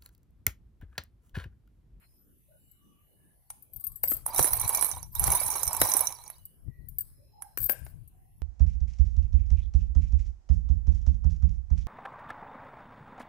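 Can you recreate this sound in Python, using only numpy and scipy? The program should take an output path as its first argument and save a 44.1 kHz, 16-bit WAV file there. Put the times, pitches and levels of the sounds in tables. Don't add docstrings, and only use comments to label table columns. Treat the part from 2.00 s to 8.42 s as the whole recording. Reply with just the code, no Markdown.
import sys
import numpy as np
from scipy import signal
from scipy.fft import rfft, irfft, next_fast_len
from scipy.io import wavfile
from scipy.ndimage import uniform_filter1d, map_coordinates

SR = 44100
rng = np.random.default_rng(int(sys.argv[2]) if len(sys.argv) > 2 else 0)


def master(y):
    cut = np.clip(np.atleast_2d(y).T, -1, 1)
    pcm = np.round(cut * 32767)
    wavfile.write(sys.argv[1], SR, pcm.astype(np.int16))


N = 283110


def amp(db):
    return 10 ** (np.asarray(db) / 20)


def unit(x):
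    return x / np.sqrt(np.mean(x ** 2) + 1e-20)


def along(points, hz):
    point_hz, values = np.transpose(points)
    return np.interp(np.log(hz + 1), np.log(point_hz + 1), values)


def curve(points):
    times, levels = np.transpose(points)
    return np.interp(np.arange(N) / SR, times, levels)


def filtered(x, response):
    n = x.shape[-1]
    padded = 2 * next_fast_len(n // 2 + 2048)
    return irfft(rfft(x, padded) * response(np.fft.rfftfreq(padded, 1 / SR)), padded)[..., :n]


def colour(x, spectrum):
    def response(hz):
        cepstrum = irfft(np.log(amp(along(spectrum, hz))))
        fold = np.r_[1, np.full(len(hz) - 2, 2), 1, np.zeros(len(hz) - 2)]
        return np.exp(rfft(cepstrum * fold))
    return filtered(x, response)


def sides(pan_db):
    gains = amp(np.array([pan_db, -pan_db]) / 2).reshape(2, -1)
    return gains / gains.mean(axis=0)


def add(track, s, sound, db, pan_db):
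    part = track[:, round(s * SR):][:, :sound.shape[1]]
    peaks = np.abs(sound).max(axis=1, keepdims=True)
    hit = amp(db) * sides(pan_db) * sound / peaks
    part += hit[:, :part.shape[1]]


def wobble(rate):
    knots = rng.standard_normal(int(N * rate / SR) + 4)
    return map_coordinates(knots, [np.arange(N) * rate / SR])


def patchy(spectrum, depth_db):
    z = signal.stft(rng.standard_normal((2, N)), nperseg=512)[2]
    field = uniform_filter1d(rng.standard_normal(z.shape[1:]), size=5, axis=0)
    field = uniform_filter1d(field, size=26, axis=1)
    drifting = signal.istft(z * amp(depth_db * unit(field)), nperseg=512)[1][:, :N]
    return unit(colour(drifting, spectrum))


# (frequency [Hz], relative level [dB per Hz])
ROOM_AIR_SPECTRUM = [(88, -37), (150, 7.5), (588, -8.5), (880, -12), (1160, -15), (1340, -18), (2890, -21),
                     (7000, -27), (9100, -51), (15400, -120)]
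HISS_SPECTRUM = [(3000, -42.5), (7000, -19.5), (10000, 1.5), (12000, 2), (15500, -7)]


def background(air_db=-72, air_drift_db=4.5, hiss_db=-69, hiss_fall_db_per_s=0.94, hiss_drift_db=5.5):
    air = amp(air_db) * patchy(ROOM_AIR_SPECTRUM, air_drift_db)
    hiss_gain = amp(hiss_db - hiss_fall_db_per_s * np.arange(N) / SR)
    return air + hiss_gain * patchy(HISS_SPECTRUM, hiss_drift_db) * sides(pan_db=0.5)


# (start [s], length
# [s], centre [Hz], half-width to 1/e [Hz], relative level [dB])
BACKGROUND_TONES = [(0, 0.068, 1970, 1140, -67), (0, 0.27, 5120, 100, -80), (0, 0.1, 4200, 100, -76),
                    (0.472, 0.12, 599, 53.7, -64.5), (0.502, 0.12, 1495, 70, -76.5),
                    (0.55, 0.27, 7500, 300, -76.5), (0.806, 0.15, 6020, 150, -81.5),
                    (0.417, 0.98, 2930, 75.5, -78.5), (0.736, 0.35, 1171, 52.5, -74.5),
                    (1.779, 0.24, 1133, 110, -73), (1.145, 0.24, 1700, 98, -77),
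                    (4.327, 0.26, 2940, 70.4, -75.5), (4.655, 0.25, 1934, 55.2, -70.5),
                    (4.94, 0.93, 5150, 120, -76), (5.004, 0.87, 4100, 126.7, -84),
                    (4.978, 0.049, 1676, 80.7, -66.5), (5.177, .12, 567, 54.7, -66.5),
                    (5.32, .23, 827, 79.6, -56), (6.106, 0.27, 745, 55.4, -72)]


def faint_tones(level_db=-1):
    out = np.zeros((2, N))
    for s, length, centre_hz, width_hz, db in BACKGROUND_TONES:
        size = int(length * SR)
        band = lambda hz: np.exp(-((hz - centre_hz) / width_hz) ** 2)
        fuzz = unit(filtered(rng.standard_normal((2, size)), band))
        swell = np.sin(np.pi * np.arange(size) / size)
        part = out[:, int(s * SR):][:, :size]
        part += (amp(db + level_db) * swell * fuzz)[:, :part.shape[1]]
    return out


# (time [s], relative level [dB])
GRIP_RUMBLE = [(0, -67), (1.4, -69), (2.2, -73), (4.3, -66.5), (5.0, -55.5), (5.45, -63.5), (6.4, -58)]
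# (time [s], relative level [dB], time to fade by 20 dB [s], left minus right [dB])
HANDLING_THUMPS = [(1.771, -48, 0.04, 31.5), (1.891, -51, 0.2, 23), (2.041, -51.5, 0.7, 17.5),
                   (2.159, -51, 0.34, 25), (2.412, -32, -0.05, -13.5), (2.529, -38.5, 0.15, 3),
                   (2.657, -36.5, -0.06, 16.5), (2.95, -47.5, 0.74, 20.5), (3.205, -35, 0.16, 24),
                   (3.291, -27.5, 0.06, 29), (3.47, -42, -0.34, 19), (3.68, -42, 0.04, 22),
                   (3.826, -31.5, 0.04, -13), (4.4, -57, 0.15, 13), (4.685, -33.5, 0.04, 32),
                   (4.8, -44, 0.27, 29), (5.62, -41, 0.12, 31), (5.82, -43, 0.17, 21),
                   (5.941, -45.5, 0.2, 20.5)]
# (frequency [Hz], relative level [dB per Hz])
THUMP_SPECTRUM = [(15, -19.5), (30, -3.5), (45, -2), (85, -4), (130, -5.5), (190, -22), (400, -38.5),
                  (1000, -59), (3000, -110)]
THUMP_RISE_S = 0.05


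def handling(level_db=1, push_db=-54, push_growth=0.27):
    t = np.arange(N) / SR
    grip = amp(curve(GRIP_RUMBLE)) * sides(pan_db=2.5)
    power = grip ** 2 + following(push_db, push_growth) ** 2
    for s, db, fade, pan_db in HANDLING_THUMPS:
        swell_db = -20 * np.maximum((s - t) / THUMP_RISE_S, (t - s) / max(fade, THUMP_RISE_S / 2))
        power += (amp(db + np.maximum(swell_db, -80)) * sides(pan_db)) ** 2
    rumble = unit(colour(rng.standard_normal((2, N)), THUMP_SPECTRUM))
    return amp(level_db) * np.sqrt(power) * rumble


def crack(t, t60, alike):
    shared, left, right = rng.standard_normal((3, len(t)))
    noise = np.sqrt(alike) * shared + np.sqrt(1 - alike) * np.array([left, right])
    return noise * amp(-60 * t / t60)


def ring(t, hz, db, t60):
    phase = rng.uniform(0, 2 * np.pi, (2, len(hz), 1))
    modes = amp(db)[:, None] * np.sin(2 * np.pi * hz[:, None] * t + phase)
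    return np.sum(modes, axis=1) * amp(-60 * t / t60)


# (frequency [Hz], relative level [dB per Hz])
GRIT_SPECTRUM = [(1000, -43.5), (3300, -39), (4200, -15.5), (5000, -10), (5700, -36.5), (7000, -38.5),
                 (8000, -6.5), (11000, -4), (13000, 15)]


def pencil(t, hz, db, crack_db, t60, scatter_db=4):
    tone = ring(t, hz, db + rng.normal(0, scatter_db, len(hz)), t60)
    grit = colour(crack(t, t60=0.043, alike=0.11), GRIT_SPECTRUM)
    return (1 - np.exp(-(t / 0.00042) ** 2)) * (tone + amp(crack_db) * grit)


# (frequency [Hz], relative level [dB])
PENCIL_MODES = [(4850, -21), (7900, -7), (8890, -5), (9560, -16.5), (12530, 9.5), (12900, 2), (13500, -0.5),
                (13900, 2.5), (14300, 4.5), (15300, 0.5)]
# (time [s], relative peak [dB], left minus right [dB], main ring [Hz],
# lower ring [Hz], lower ring relative to the main one before scatter [dB], ring t60 [s])
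TIPPING_PIECES = [(.713, -50.5, 13, 12870, 7910, -8, 0.054), (1.6235, -42, 34, 14100, 8700, -16, 0.046),
                  (1.7345, -37.5, 25, 12440, 8660, -17, 0.052), (1.7614, -31, 26, 13330, 8600, -30, 0.046),
                  (1.798, -38, 17, 13600, 8600, -13, 0.036), (1.8083, -35, 20, 13800, 8540, -15, 0.027),
                  (1.84, -25, 15, 13440, 8420, -16, 0.062), (1.8672, -23.5, 17, 14100, 8830, -6, 0.061),
                  (1.918, -41, 7, 12640, 8060, -14, .04), (1.9572, -33, 15, 12840, 7770, -14, 0.07),
                  (2.0339, -12, 4.5, 12530, 8640, -21, 0.037), (2.037, -17, 7, 13840, 7700, -21, 0.032),
                  (2.052, -32, 4, 13900, 7860, -6, 0.09), (2.077, -28, 5, 9030, 4950, -11, 0.025),
                  (2.0814, -19.5, 2, 12550, 8600, -20, 0.1), (2.0993, -20, 8, 13800, 7900, -12.5, 0.069),
                  (2.1096, -19, 21, 12330, 8000, -19, 0.033), (2.119, -22, 10, 13600, 7600, -22, 0.12),
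                  (2.1355, -16, 5, 15440, 8500, -46.5, 0.051),
                  (2.1666, -24.5, 6, 13850, 8100, -15.5, 0.036),
                  (4.4533, -32.5, 5, 13170, 8360, -11, 0.036),
                  (4.886, -31.5, 16.5, 12570, 9530, -29, 0.024), (4.9845, -19, 5, 14660, 8970, -12, 0.05),
                  (5.007, -20.5, 7, 14540, 8240, -14.5, 0.043), (5.574, -19, 9, 15200, 9000, -6, 0.016),
                  (5.6028, -18, 16, 15600, 8450, -23, 0.026), (5.6165, -25, 11, 12400, 9560, -9, 0.03),
                  (5.641, -23, 12, 12900, 7980, -16, 0.05), (5.661, -18, 11, 13500, 9620, -22, .022),
                  (5.695, -13, 14, 14400, 8830, -21.5, 0.065), (5.707, -25, 20, 12630, 9000, -13, 0.097),
                  (5.719, -28, -4, 14400, 9440, -6, 0.044), (5.7887, -44, 9, 13020, 8730, -21, 0.042),
                  (5.8481, -43, -6, 12270, 9600, 1, 0.05), (6.0762, -47, 6, 12230, 8870, -4, 0.052)]


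def clinks(level_db=4, crack_db=3, detune=0.004, bounce_db=-9, own_ring_db=17, touch_s=0.00041):
    out, t = np.zeros((2, N)), np.arange(SR // 10) / SR
    hz, db = np.transpose(PENCIL_MODES)
    for s, peak_db, pan_db, main_hz, low_hz, low_db, t60 in TIPPING_PIECES:
        neighbours_hz = hz * (1 + detune * rng.standard_normal(len(hz)))
        pitch = np.r_[main_hz, low_hz, neighbours_hz]
        levels = np.r_[own_ring_db, own_ring_db + low_db, db]
        for bounce in range(3):
            touch = (1 - np.exp(-t / touch_s)) * pencil(t, pitch, levels, crack_db, t60)
            when = s + bounce * rng.uniform(0.0011, 0.0044)
            add(out, when, touch, peak_db + level_db + bounce * bounce_db, pan_db)
    return out


def lingering_hiss(x, level_db=-12.5, ceiling_db=-43, t60=0.62):
    power = np.abs(uniform_filter1d(np.mean(x ** 2, axis=0), size=256))
    keep = amp(-120 / (t60 * SR))
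    held = signal.lfilter([1 - keep], [1, -keep], np.minimum(power, amp(ceiling_db) ** 2))
    return amp(level_db) * np.sqrt(held) * patchy(HISS_SPECTRUM, depth_db=5.5)


# (frequency [Hz], t60 [s])
ROOM_DECAY = [(200, 0.34), (2000, 0.41), (9000, 0.48), (15000, .1)]


def room(x):
    hz, t, z = signal.stft(rng.standard_normal((2, SR // 2)), SR, nperseg=256)
    decay = amp(-60 * t / along(ROOM_DECAY, hz)[:, None])
    tail = signal.istft(z * decay, SR, nperseg=256)[1]
    return signal.fftconvolve(x, tail / np.linalg.norm(tail[0]), axes=1)[:, :N]


def contact(t, t60, ring_t60, ring_db, count=3):
    life = ring_t60 * rng.uniform(.5, 1.5)
    tone = ring(t, rng.uniform(3500, 14500, count), rng.normal(ring_db, 1.1, count), life)
    onset = 1 - np.exp(-t / .00015)
    return (crack(t, t60, alike=0.051) + tone) * onset


# (centre [Hz], width [Hz], level [dB])
BOWL_RESONANCES = [(860, 450, -2), (2280, 18, 13), (3980, 65, 14), (5770, 91, 8), (5960, 130, 13.5),
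                   (7680, 10.14, -0.5), (8800, 110, 5.5), (8840, 30, 5), (9800, 91, -0.5), (10220, 38, 8),
                   (10697, 190, 4.5), (11670, 34, 5.5), (11180, 84, 4.5), (11980, 270, 9)]


def bowl(x, detune=0.0074, scatter_db=4.5):
    modes = []
    for centre, width, db in BOWL_RESONANCES:
        shifted = centre * (1 + detune * rng.standard_normal())
        modes.append((shifted, width, db + scatter_db * rng.standard_normal()))

    def response(f):
        return 1 + sum(amp(db) * 1j * f * w / (c * c - f * f + 1j * f * w) for c, w, db in modes)
    return filtered(x, response)


def note(t, hz, t60):
    return (1 - np.exp(-t / .0006)) * ring(t, np.array([hz]), np.zeros(1), t60)


# (time [s], relative peak [dB], left minus right [dB],
# crack t60 [s], body tilt near 5 kHz [dB], top tilt above 12 kHz [dB], note [Hz])
HARD_COLLISIONS = [(1.5021, -27, 1, 0.033, -3, -3, 9730), (2.263, -12.5, -6, 0.015, -9, -6, 9910),
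                   (2.346, -14.5, -9, 0.012, 5, 6, 10200), (2.362, -14.5, -3.5, 0.013, 0.5, 1, 9960),
                   (2.369, -19.5, -5.5, 0.012, 2, 3.5, 12450), (2.381, -12.5, -6, 0.04, 6, 0.5, 10110),
                   (2.392, -8.5, -4.5, 0.025, -1.5, 0.5, 10040), (2.426, -10, -5.5, 0.03, 3.5, 2, 6090),
                   (2.4435, -10, -11.5, 0.015, -4, -1, 8770), (2.476, -15, -10, 0.011, 1, 0.5, 11880),
                   (2.5327, -4, -6, 0.0065, 4, 10, 13340), (2.597, -16, -8.5, 0.02, -2.5, 2, 8760),
                   (2.6128, -15.5, -8, 0.025, 1, -1.5, 10210), (2.678, -12.5, -8, 0.012, -4, -6, 12390),
                   (2.6923, -9, -6.5, 0.023, 2, 2, 12400), (2.748, -11, -6.5, 0.018, 6.5, -3, 2360),
                   (2.7721, -16, -8, 0.018, -3, -2, 6080), (2.8109, -11.5, -13, 0.013, -4, -4.5, 8300),
                   (2.8247, -8, -13, 0.015, -6.5, -5.5, 10190), (2.832, -25.5, -12, 0.0084, -7, -3, 10230),
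                   (2.8456, -13, -16.5, 0.012, -6.5, -0.5, 11530), (2.8662, -19, -12, 0.012, -3, -2, 11670),
                   (2.914, -17, -15, 0.019, 5, -16, 6150), (3.029, -26, -15, 0.0091, 7, -10, 5800),
                   (3.152, -14.5, -8, 0.011, -1, 6, 12880), (3.1956, -6.5, -16, 0.0038, -11.5, -0.5, 11750),
                   (3.24, -9.5, -11.5, 0.012, 5, 2, 10830), (3.269, -17.5, -10, 0.015, 9.5, 0.5, 10230),
                   (3.3026, -11.5, -12, 0.02, 1, -1.5, 10220), (3.335, -19.5, -7.5, 0.02, 0.5, -1, 10240),
                   (3.35, -11.5, -12.5, 0.011, -5, 2.5, 9150), (3.371, -15, -3, 0.012, -6, 8.5, 10150),
                   (3.462, -19, -6, 0.049, 5, -1, 10070), (3.4765, -20, -11, 0.011, -1, -2.5, 11230),
                   (3.482, -18, -8.5, 0.008, 3.5, 2, 10250), (3.503, -16, -14.5, 0.017, 3, -3, 6010),
                   (3.5285, -21.5, -5.5, 0.006, -2, -1.5, 10690),
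                   (3.555, -21, -16.5, 0.017, 6, -5.5, 10960), (3.57, -23.5, -4, 0.0064, 7.5, -1, 10730),
                   (3.5816, -21, -9, 0.008, 0, 1, 5936), (3.594, -23.5, -15.5, 0.02, 9.5, -2.5, 5950),
                   (3.632, -11, -16.5, 0.017, 3, -3, 6110), (3.655, -18, -0.5, 0.014, -1.5, 12, 13880),
                   (3.668, -21, -8.5, 0.0095, 2.5, 0, 6050), (3.6769, -12, -11.5, 0.02, 7, 3, 5640),
                   (3.7303, -14.5, -14.5, 0.018, -3.5, -3, 11880),
                   (3.748, -20, -14, 0.016, -7.5, 0.5, 10750), (3.766, -16.5, -11, 0.02, 0.5, -1.5, 10190),
                   (3.815, -3, 3, 0.02, -0.5, 2, 3946), (3.8388, -15, 3, 0.01, 6.5, 5.5, 5850),
                   (3.898, -18, 8, 0.006, -2, -9, 2340), (3.9172, -15, -13.5, 0.019, 11, 0, 10660),
                   (3.937, -8.5, -14, 0.02, 0, -6.5, 9900), (3.967, -8, -13, 0.018, -2, -2.5, 10210),
                   (3.992, -17.5, -7, 0.015, 6, -7.5, 12320), (4.0072, -10, -16, 0.039, -4.5, 4, 10220),
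                   (4.0707, -15.5, -26, 0.015, 9.5, -5, 10230), (4.1243, -26.5, -11, 0.0068, 5, -4, 10260),
                   (4.186, -41.5, -10, 0.0092, 13, 1, 8600), (4.239, -33.5, -8, 0.008, 5, 0, 2280),
                   (4.278, -35, -18, 0.01, 8, 7, 2360), (4.301, -28, -14, 0.012, -13, -2, 11800),
                   (4.3826, -45.5, 15, 0.022, 2, 7, 2970), (5.4216, -25.5, -12, 0.016, -11.5, -7, 10420)]
# (frequency [Hz], relative level [dB per Hz])
SNAP_SPECTRUM = [(200, -31.5), (900, -9.5), (2200, -21.5), (3200, -28), (4600, -25), (7500, -10.5),
                 (9000, -2.5), (10500, 0), (12500, -8), (14000, -7), (15500, -3)]
# (frequency [Hz], relative level [dB])
CLACK_NOTE_LEVEL = [(2300, -12.5), (6000, -6), (9000, -1)]


def clacks(level_db=0.7, ring_db=-13, grind_db=-21, grind_s=0.004, note_db=-14, note_t60=0.077):
    out, t = np.zeros((2, N)), np.arange(SR // 12) / SR
    lead = SR // 100
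    for s, peak_db, pan_db, t60, body_db, top_db, note_hz in HARD_COLLISIONS:
        snap = contact(t, t60, 2 * t60, ring_db)
        snap = np.pad(snap, ((0, 0), (lead, 0)))[:, :len(t)]
        grind_gain = amp(grind_db) * np.exp(-np.abs(t - lead / SR) / grind_s)
        grind = grind_gain * rng.standard_normal(snap.shape)
        tilt = [(1500, 0), (4000, body_db), (6500, body_db), (8500, 0), (11500, 0), (12800, top_db)]
        clack = colour(colour(bowl(snap + grind), SNAP_SPECTRUM), tilt)
        add(out, s - lead / SR, clack, peak_db + level_db, pan_db)
        ring_level = peak_db + note_db + along(CLACK_NOTE_LEVEL, note_hz)
        add(out, s, note(t, note_hz, note_t60), ring_level, pan_db)
    return out


# (time [s], relative peak [dB], left minus right [dB],
# bass before the common lift [dB], brightness before the common lift [dB], note [Hz])
BLUNT_KNOCKS = [(1.503, -38.5, -12, -45, -16, 900), (2.038, -28, 37, -12.5, -16, 716),
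                (2.117, -27.5, 38, -4, -8, 1310), (2.387, -27.5, -5.5, -11, -17.5, 1060),
                (2.393, -11.5, -10, -13, -21.5, 340), (2.445, -22, -4.5, -7.5, -10.5, 880),
                (2.534, -28.5, 8, -28.5, -13, 1100), (2.697, -28.5, -0.5, -26, -28, 1060),
                (2.742, -37, -1, -28, -12, 2282), (2.825, -25, -20, -16.5, -13, 1100),
                (3.241, -31, -8.5, -21, -13, 930), (3.279, -22, -5.5, -21.5, -24.5, 1060),
                (3.414, -28, -1.5, -26.5, -26, 940), (3.535, -34, -5, -29, -15, 1000),
                (3.747, -32, -6.5, -24.5, -20.5, 930), (3.816, -11.5, -12, -19, -18, 930),
                (3.949, -29.5, -8, -14.5, -22, 1000), (4.187, -46, -11, -30, -17, 950),
                (4.3, -39.5, -5, -36, -13, 1050), (5.422, -37.5, 2, -46, -22, 1600),
                (5.5742, -29, 31, -12, -11.5, 2400), (5.6955, -21, 33, -8.5, -13, 1570),
                (5.703, -41.5, 22, -3, -17, 1130), (5.865, -43, 9, -19, -19, 1500)]
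# (frequency [Hz], relative level [dB per Hz])
KNOCK_SPECTRUM = [(60, -20.5), (170, -10.5), (270, 3.5), (500, 1.5), (1000, -8), (1800, -7), (3200, -19),
                  (6000, -18.5), (12000, -21.5)]


def knocks(level_db, bass_lift_db=8, bright_lift_db=14, note_db=-15, note_t60=0.044):
    out, t = np.zeros((2, N)), np.arange(SR // 12) / SR
    for s, peak_db, pan_db, bass_db, bright_db, note_hz in BLUNT_KNOCKS:
        blow = colour(crack(t, t60=0.02, alike=0.72), KNOCK_SPECTRUM)
        tilt = [(350, bass_db + bass_lift_db), (900, 0), (1700, bright_db + bright_lift_db)]
        add(out, s, colour(blow, tilt), peak_db + level_db, pan_db)
        add(out, s, note(t, note_hz, note_t60), peak_db + note_db, pan_db)
    return out


# (start [s], length [s], rms over that length [dB], left minus right [dB])
CHATTER_SPELLS = [(1.723, 0.11, -61, 21), (2.026, 0.12, -33, 9), (5.574, .15, -29, 12),
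                  (2.265, .035, -38, 1.5), (3.115, 0.029, -48, 1), (5.859, 0.052, -61, 0)]


def rattles(detune=0.016, spread_db=14, crack_db=2, count=14, t60=0.05):
    out, t = np.zeros((2, N)), np.arange(SR // 20) / SR
    hz, db = np.transpose(PENCIL_MODES)
    for start, length, level_db, pan_db in CHATTER_SPELLS:
        spell = np.zeros((2, N))
        for when, size in rng.random((count, 2)):
            pitch = hz * (1 + detune * rng.standard_normal(len(hz)))
            touch = pencil(t, pitch, db, crack_db, t60)
            add(spell, start + length * when, touch, -spread_db * size, pan_db)
        out += amp(level_db) * np.sqrt(length * SR / N) * unit(spell)
    return out


# (start [s], length [s], level [dB], left minus right [dB])
SHORT_SLIDES = [(1.73, 0.31, -62, 14), (2.062, 0.17, -48, 7), (4.1, 0.47, -63.5, -2),
                (4.976, 0.18, -61.5, 8), (5.58, 0.16, -52, 23), (5.692, 0.065, -55, -2),
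                (5.831, 0.1, -58, 2)]
# (frequency [Hz], relative level [dB per Hz])
SCRAPE_SPECTRUM = [(300, -21), (1000, -1.5), (2800, -22), (4700, -1.5), (6500, -31.5), (8500, 1),
                   (10500, -1.5), (13000, 5.5)]


def slides(grain_db=3):
    gain, t = np.zeros((2, N)), np.arange(N) / SR
    for s, length, db, pan_db in SHORT_SLIDES:
        gain += amp(db) * sides(pan_db) * np.sin(np.pi * np.clip((t - s) / length, 0, 1))
    grit = rng.standard_normal((2, N)) * amp(grain_db * wobble(rate=700))
    return gain * unit(colour(grit, SCRAPE_SPECTRUM))


# (time [s], effort [dB])
HAND_SWEEPS = [
    [(2.275, -37.5), (2.325, -51.5), (2.365, -25), (2.45, -26.5), (2.51, -33.5), (2.7, -31.5), (2.83, -31),
     (2.97, -41), (3.07, -73)],
    [(3.16, -40), (3.26, -26.5), (3.36, -25), (3.42, -33), (3.52, -30), (3.7, -38.5), (3.83, -25.5),
     (3.97, -28.5), (4.08, -35), (4.16, -55), (4.29, -57.5), (4.4, -78)],
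]
SWEEP_FADE_DB_PER_S = 1500
USUAL_EFFORT_DB = -30.5
FLURRY_DB, FLURRY_S = -25, 0.0092


def effort():
    t = np.arange(N) / SR
    power = np.zeros(N)
    for s, peak_db, *_ in HARD_COLLISIONS:
        power[round(s * SR)] = amp(peak_db + FLURRY_DB) ** 2
    power = signal.lfilter([1], [1, -np.exp(-2 / (FLURRY_S * SR))], power)
    for sweep in HAND_SWEEPS:
        outside = np.abs(t - np.clip(t, sweep[0][0], sweep[-1][0]))
        power += amp(curve(sweep) - SWEEP_FADE_DB_PER_S * outside) ** 2
    return 10 * np.log10(power + 1e-20)


def following(db, growth):
    return amp(db + growth * (effort() - USUAL_EFFORT_DB))


def swarm(strike, per_second, spread_db, rub_db, alike=.2):
    start, end = HAND_SWEEPS[0][0][0], HAND_SWEEPS[-1][-1][0]
    count, out = int(per_second * (end - start)), np.zeros((2, N))
    for when, size, side in rng.random((count, 3)):
        add(out, start + (end - start) * when, strike(), -spread_db * np.sqrt(size), 12 * (side - .5))
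    moving = (np.arange(N) > start * SR) & (np.arange(N) < end * SR)
    shared, separate = rng.standard_normal(N), rng.standard_normal((2, N))
    rub = np.sqrt(alike) * shared + np.sqrt(1 - alike) * separate
    return unit(out) + amp(rub_db) * unit(moving * rub)


def shifting_bowl(x, size=4096):
    out, window = np.zeros((2, N + 2 * size)), np.hanning(size)
    for i in range(0, N - size, size // 2):
        if x[:, i:i + size].any():
            moment = np.pad(x[:, i:i + size] * window, ((0, 0), (0, size)))
            out[:, i:i + 2 * size] += bowl(moment)
    return out[:, :N]


# (frequency [Hz], relative level [dB per Hz])
CHALK_SPECTRUM = [(200, -37), (900, -14.5), (2200, -16.5), (2700, -30.5), (3300, -35), (4400, -24.5),
                  (7500, -18), (9000, -8), (10500, -5), (12500, -12.5), (14000, -11), (15500, -4)]
HEAP_SPECTRUM = [(100, -31), (200, -10.5), (400, -10.5), (700, -9.5), (980, -1), (1400, -14), (2200, -14),
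                 (3000, -17), (5000, -19.5), (9000, -49)]
# (frequency [Hz], left minus right [dB])
CLATTER_LEAN = [(100, -1), (400, -5.5), (1000, -4), (2500, 1), (4500, -0.5), (6500, -4), (8700, -11),
                (11000, -13.5), (12500, -1.5), (13500, 3.5)]


def stirring(clatter_db=-35, rumble_db=-45.0, rumble_growth=0.7, chime_db=-55, uneven_db=1.26):
    slips = amp(uneven_db * wobble(rate=39))
    t = np.arange(SR // 20) / SR

    def scuff():
        onset = 1 - np.exp(-t / rng.uniform(.0002, .004))
        return onset * contact(t, t60=.03, ring_t60=.05, ring_db=-6)

    def tap():
        pitch = rng.lognormal(np.log(1000), .4, 1)
        tone = ring(t, pitch, np.array([-15]), t60=0.08)[:1]
        return crack(t, t60=0.012, alike=0.66) + tone

    def chime():
        return note(t, rng.uniform(3700, 6800), t60=.05)

    def leaning(x):
        return unit(filtered(x, lambda hz: sides(along(CLATTER_LEAN, hz))))

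    def through_glass(x, spectrum):
        return leaning(colour(shifting_bowl(x), spectrum))

    scuffs = swarm(scuff, per_second=190, spread_db=14, rub_db=-9)
    taps = swarm(tap, per_second=300, spread_db=9.5, rub_db=-5.5, alike=0.27)
    chimes = swarm(chime, per_second=70, spread_db=12, rub_db=-30)
    clatter = following(clatter_db, 1) * through_glass(scuffs, CHALK_SPECTRUM)
    chiming = following(chime_db, 0.45) * leaning(chimes)
    rumble = following(rumble_db, rumble_growth) * through_glass(taps, HEAP_SPECTRUM)
    return slips * (clatter + chiming + rumble)


def scene(room_db=-20, knock_room_db=-11):
    pieces = clinks() + rattles() + slides() + clacks() + stirring()
    blows = knocks(level_db=1.5)
    echo = room(amp(room_db) * pieces + amp(knock_room_db) * blows)
    around_bowl = echo + lingering_hiss(pieces)
    return pieces + blows + around_bowl + handling() + background() + faint_tones()


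def record(dry, top_hz=15400):
    rounded = dry / (1 + (dry / .9) ** 4) ** .25
    return filtered(rounded, lambda hz: 1 / np.sqrt(1 + (hz / top_hz) ** 160))


dry = scene()
out = record(dry)
master(out)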